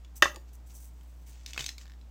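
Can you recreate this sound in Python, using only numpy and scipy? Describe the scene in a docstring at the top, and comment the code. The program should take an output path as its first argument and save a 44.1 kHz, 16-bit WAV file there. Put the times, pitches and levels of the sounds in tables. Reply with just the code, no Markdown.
"""Lipstick cap, close up

Close to the microphone, at a desk in a small furnished room, a plastic cap is pulled off a lipstick
tube: the rim snaps free and the hollow cap pops, then a lighter knock follows. Fingers slide over
the case, which ticks, scrapes and creaks as it is turned. Desk and room echo it over a low mains hum."""
import sys
import numpy as np
from scipy import signal
from scipy.fft import rfft, irfft
from scipy.io import wavfile
from scipy.ndimage import uniform_filter1d

SR = 44100
rng = np.random.default_rng(int(sys.argv[2]) if len(sys.argv) > 2 else 0)


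def int16_out(signal):
    """Quantize to a 16-bit WAV file."""
    q = np.round(np.clip(np.atleast_2d(signal).T, -1, 1) * 32767)
    wavfile.write(sys.argv[1], SR, q.astype(np.int16))


N = 92610


def undb(db):
    """Decibels to gain."""
    return 10 ** (np.asarray(db) / 20)


def clock():
    """Time of every sample in seconds."""
    return np.arange(N) / SR


def unit(x):
    """Scale to rms 1."""
    return x / np.sqrt(np.mean(x ** 2))


def coloured(x, spectrum):
    """Causal filter shaped by rows of freq_hz, relative_db, with a mean power gain of 1."""
    hz, db = np.array(spectrum, float).T
    freqs = np.maximum(np.fft.rfftfreq(N, 1 / SR), 1)
    gain = unit(undb(np.interp(np.log(freqs), np.log(hz), db)))
    causal_cepstrum = irfft(np.log(gain), N) * (1 + np.sign(np.fft.fftfreq(N)))
    return irfft(rfft(x) * np.exp(rfft(causal_cepstrum)), N)


def noise(spectrum):
    """Steady coloured noise with an rms near 1."""
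    return coloured(rng.standard_normal(N), spectrum)


def wander(rate_hz):
    """Random drift with a spread near 1."""
    return np.interp(clock() * rate_hz, np.arange(N), rng.standard_normal(N))


def fade(start_s, t60_s):
    """Instant attack and exponential decay."""
    age = np.arange(int(2 * t60_s * SR)) / SR
    return np.pad(np.exp(-np.log(1000) * age / t60_s), (int(start_s * SR), N))[:N]


def ring(start_s, hz, t60_s):
    """One struck mode."""
    return fade(start_s, t60_s) * np.sin(2 * np.pi * hz * (clock() - start_s))


def burst(start_s, t60_s, attack_s=1 / SR, smooth_hz=90):
    """A dying burst of white noise, the chance peaks of its spectrum flattened."""
    envelope = fade(start_s, t60_s) * np.clip((clock() - start_s) / attack_s, 0, 1)
    spectrum = rfft(rng.standard_normal(N) * envelope)
    power = uniform_filter1d(np.abs(spectrum) ** 2, int(smooth_hz * N / SR))
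    return irfft(spectrum * np.sqrt(power.mean() / power), N) * (envelope > 0)


def room_tone():
    """Mains hum, its higher lines wavering more, and faint room air."""
    # lines of the hum: pitch_hz, rms_db
    hum_lines = [(59.5, -47), (118.6, -71.5), (160, -72.5), (237, -76), (296, -76)]
    # spectrum of the air: freq_hz, relative_db
    air_spectrum = [(20, -29.5), (45, -22.5), (72, -7.5), (95, -17.5), (150, -14.5), (300, -23),
                    (550, -25.5), (780, -25), (1430, -32), (4780, -38.5), (7700, -39), (9700, -48.5),
                    (15600, -44), (16300, -65.5)]
    hum = 0
    for k, (hz, db) in enumerate(hum_lines, 1):
        waver = .0098 * k * k * wander(rate_hz=6.8)
        hum += undb(db) * np.sqrt(2) * np.sin(2 * np.pi * hz * clock() + waver)
    return hum + undb(-63) * noise(air_spectrum)


def room(x):
    """The microphone hears the direct sound, a few near reflections and a short diffuse tail."""
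    # reflections off the desk and its surroundings: delay_s, level_db
    echoes = [(.0027, -10), (.0061, -13.5), (.0099, -22)]
    # reverberation of the room: centre_hz, level_db, t60_s
    tail_bands = [(100.2, -14, 0.48), (400, -12, 0.21), (900, -15, 0.23), (2465, -13, 0.21),
                  (5006, -9, 0.19), (8700, -10.5, .24), (16000, -11, 0.46)]
    freqs = np.maximum(np.fft.rfftfreq(N, 1 / SR), 1)
    log_centres = np.log([hz for hz, _, _ in tail_bands])
    tail = 0
    for selector, (_, db, t60) in zip(np.eye(len(tail_bands)), tail_bands):
        band = np.sqrt(np.interp(np.log(freqs), log_centres, selector))
        decay = burst(0, t60, attack_s=.014)
        tail += undb(db) * band * rfft(decay) / np.sqrt(np.sum(decay ** 2))
    near = 1 + sum(undb(db) * np.exp(-2j * np.pi * freqs * delay) for delay, db in echoes)
    return irfft(rfft(x) * near, N) + signal.fftconvolve(x, irfft(tail, N)[:N // 2])[:N]


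def friction(strokes, spectrum, grain_db, attack_s=.0058, release_share=.51):
    """Grainy rubbing noise: every stroke starts quickly, holds and dies away."""
    t = clock()
    force = 0
    for start, length, db in strokes:
        rise = np.clip((t - start) / attack_s, 0, 1)
        fall = np.clip((start + length - t) / (length * release_share) + .5, 0, 1)
        force += undb(db) * rise * fall
    hiss = noise(spectrum)
    grain = undb(grain_db * wander(rate_hz=700) + .81 * wander(rate_hz=46))
    return force * unit(hiss * grain)


def finger_slides():
    """Skin slides over the case with a faint, high hiss."""
    # finger strokes: start_s, length_s, level_db
    strokes = [(.153, .033, -53), (.527, 0.032, -61.5), (.66, 0.21, -64.5), (.738, 0.052, -58.5),
               (.8, .075, -63), (.93, 0.4, -75), (1.26, 0.072, -64.5)]
    # spectrum of skin on plastic: freq_hz, relative_db
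    spectrum = [(1000, -20.5), (4500, -12), (5500, -7), (6000, 2), (6700, -4.5), (7400, -2), (8100, 2.5),
                (9300, -6), (12500, -5.5), (15600, -1), (16300, -25)]
    return friction(strokes, spectrum, grain_db=4)


def scrapes():
    """Plastic scrapes on plastic as the case is turned."""
    # scraping strokes: start_s, length_s, level_db
    strokes = [(.475, 0.025, -69), (.692, 0.036, -64), (1.26, 0.19, -65), (1.472, 0.048, -51),
               (1.54, 0.059, -51.5), (1.59, 0.0417, -42.5), (1.635, 0.087, -53), (1.785, 0.055, -59)]
    # spectrum of plastic on plastic: freq_hz, relative_db
    spectrum = [(200, 0), (600, -8.5), (1400, -5.5), (2500, 2), (4000, -1.5), (6500, 2.5), (8000, -1.5),
                (9500, -15), (15500, -14.5)]
    return friction(strokes, spectrum, grain_db=4.5)


def creak():
    """The barrel sticks and slips in small uneven steps, each ringing it briefly."""
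    # slips of the barrel: start_s, level_db
    slips = [(1.813, -55), (1.833, -53.5), (1.856, -49), (1.864, -62), (1.867, -52), (1.8792, -47),
             (1.8863, -61), (1.898, -48), (1.906, -53), (1.9191, -47), (1.937, -53.5)]
    # resonance of the barrel: freq_hz, relative_db
    barrel_spectrum = [(500, -19.5), (1300, -3), (1800, 0.5), (2650, -2), (3600, 2), (7000, -8),
                       (9000, -20.5), (16000, -16)]
    envelope = sum(undb(db) * fade(start, t60_s=.0055) for start, db in slips)
    rasp = coloured(rng.standard_normal(N) * envelope, barrel_spectrum)
    return rasp + sum(undb(db - 1) * ring(start, hz=1756, t60_s=.0088) for start, db in slips)


def ticks(spacing_octaves=.22):
    """Each sharp plastic tick is a broad crack and a cluster of finger-damped modes."""
    # sharp contacts: start_s, level_db, pitch_hz, crack_relative_db
    contacts = [(0.048, -49, 3440, -4.5), (0.2435, -26, 6290, -12), (0.3457, -49, 6960, -9.5),
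                (0.36, -43, 6800, 2), (1.010, -59, 3070, -2), (1.033, -61, 13000, -0.5),
                (1.462, -40, 4330, 7.5), (1.5332, -44.5, 3620, 9.5), (1.5449, -38.5, 3430, -22),
                (1.5777, -22.5, 2560, -10), (1.5936, -27, 3030, -14), (1.6075, -26.5, 3530, -14),
                (1.6422, -34.5, 3700, 0.5), (1.6632, -28, 6250, -2), (1.673, -45, 6200, -7),
                (1.683, -46.5, 2640, 8), (1.6908, -32, 4030, 0.5), (1.7814, -43, 3500, 6.5),
                (2.0133, -53, 3970, -14)]
    # modes around a tick's pitch: offset_spacings, relative_db
    modes = [(-2.5, -9.5), (-1, -7.5), (0, -0.5), (1.5, -9)]
    # spectrum of the crack: freq_hz, relative_db
    crack_spectrum = [(300, -22), (1400, -14), (2100, 1), (4000, 3), (7000, 1), (9300, -14), (12000, -15),
                      (15400, -11), (16300, -22)]
    ringing = crack_envelope = 0
    for start, db, hz, crack_db in contacts:
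        for offset, mode_db in modes:
            ringing += undb(db + mode_db) * ring(start, hz * 2 ** (offset * spacing_octaves), t60_s=.016)
        crack_envelope += undb(db + crack_db) * fade(start, t60_s=.014)
    return ringing + coloured(crack_envelope * rng.standard_normal(N), crack_spectrum)


def knocks(upper_ratio=1.6, upper_db=-4):
    """Duller contacts ring two short modes of the case; the hands add low thumps."""
    # hollow knocks of the case: start_s, level_db, pitch_hz, t60_s
    contacts = [(0.2567, -18, 1115, 0.021), (.347, -47, 520, 0.054), (0.36, -45.5, 1160, 0.035),
                (.368, -43.5, 548, 0.066), (0.371, -46, 364, 0.048), (1.563, -40, 1360, 0.019),
                (1.577, -51.5, 510, 0.037), (1.600, -44, 898, .04), (1.604, -54, 363, .05)]
    # soft thumps of the hands: start_s, level_db
    thumps = [(0.224, -48), (1.597, -40)]
    case = 0
    for start, db, hz, t60 in contacts:
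        case += undb(db) * (ring(start, hz, t60) + undb(upper_db) * ring(start, hz * upper_ratio, t60))
    return case + sum(undb(db) * ring(start, hz=135, t60_s=.16) for start, db in thumps)


def cap_pop(start_s=.2231):
    """The rim snaps free and the hollow cap rings; neighbouring modes swing against each other."""
    # modes of the cap and the air in it: pitch_hz, relative_db, t60_s
    modes = [(362, -22.5, 0.062), (554.4, -15.5, 0.076), (605.5, -14, .04), (729, -22.5, 0.05),
             (1256, -10.5, 0.055), (1430, -18.5, 0.031), (1621, -11, 0.062), (1824, -2.5, 0.027),
             (1958, -7.5, .04), (2671, -13.5, .035), (3076, -14, 0.033), (3405, -16, 0.027),
             (3565, -13, .035), (4224, -23, 0.05), (6294, -15.5, 0.025), (8720, -32.5, 0.034),
             (13600, -34.5, .035), (15100, -34, .03)]
    # crack of the rim slipping free: freq_hz, relative_db
    crack_spectrum = [(120, -14.5), (400, -6), (1200, 7), (3300, -0.5), (5000, -2.5), (7000, -5),
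                      (7700, -17.5), (11000, -19), (16000, -21.5)]
    # first instant of the snap: freq_hz, relative_db
    snap_spectrum = [(500, -9), (3000, 0), (7000, -1), (9000, -3), (13000, -2), (16000, -5.5)]
    body = sum((-1) ** k * undb(db) * ring(start_s, hz, t60) for k, (hz, db, t60) in enumerate(modes))
    crack = coloured(burst(start_s, t60_s=.03, attack_s=.0005), crack_spectrum)
    snap = coloured(burst(start_s, t60_s=.005), snap_spectrum)
    return undb(-2.5) * body + undb(-10.5) * crack + undb(-20.5) * snap


def scene():
    """The lipstick handled close to one microphone, over the room tone."""
    handling = cap_pop() + knocks() + ticks() + creak() + scrapes() + finger_slides()
    return (room(handling) + room_tone())[None]


def record(dry):
    """The recorder rounds the highest peaks and cuts the top of the treble."""
    cutoff_hz = 16200
    lowpass = signal.ellip(8, .2, 70, cutoff_hz, fs=SR, output="sos")
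    return signal.sosfilt(lowpass, np.tanh(dry))


dry = scene()
out = record(dry)
int16_out(out)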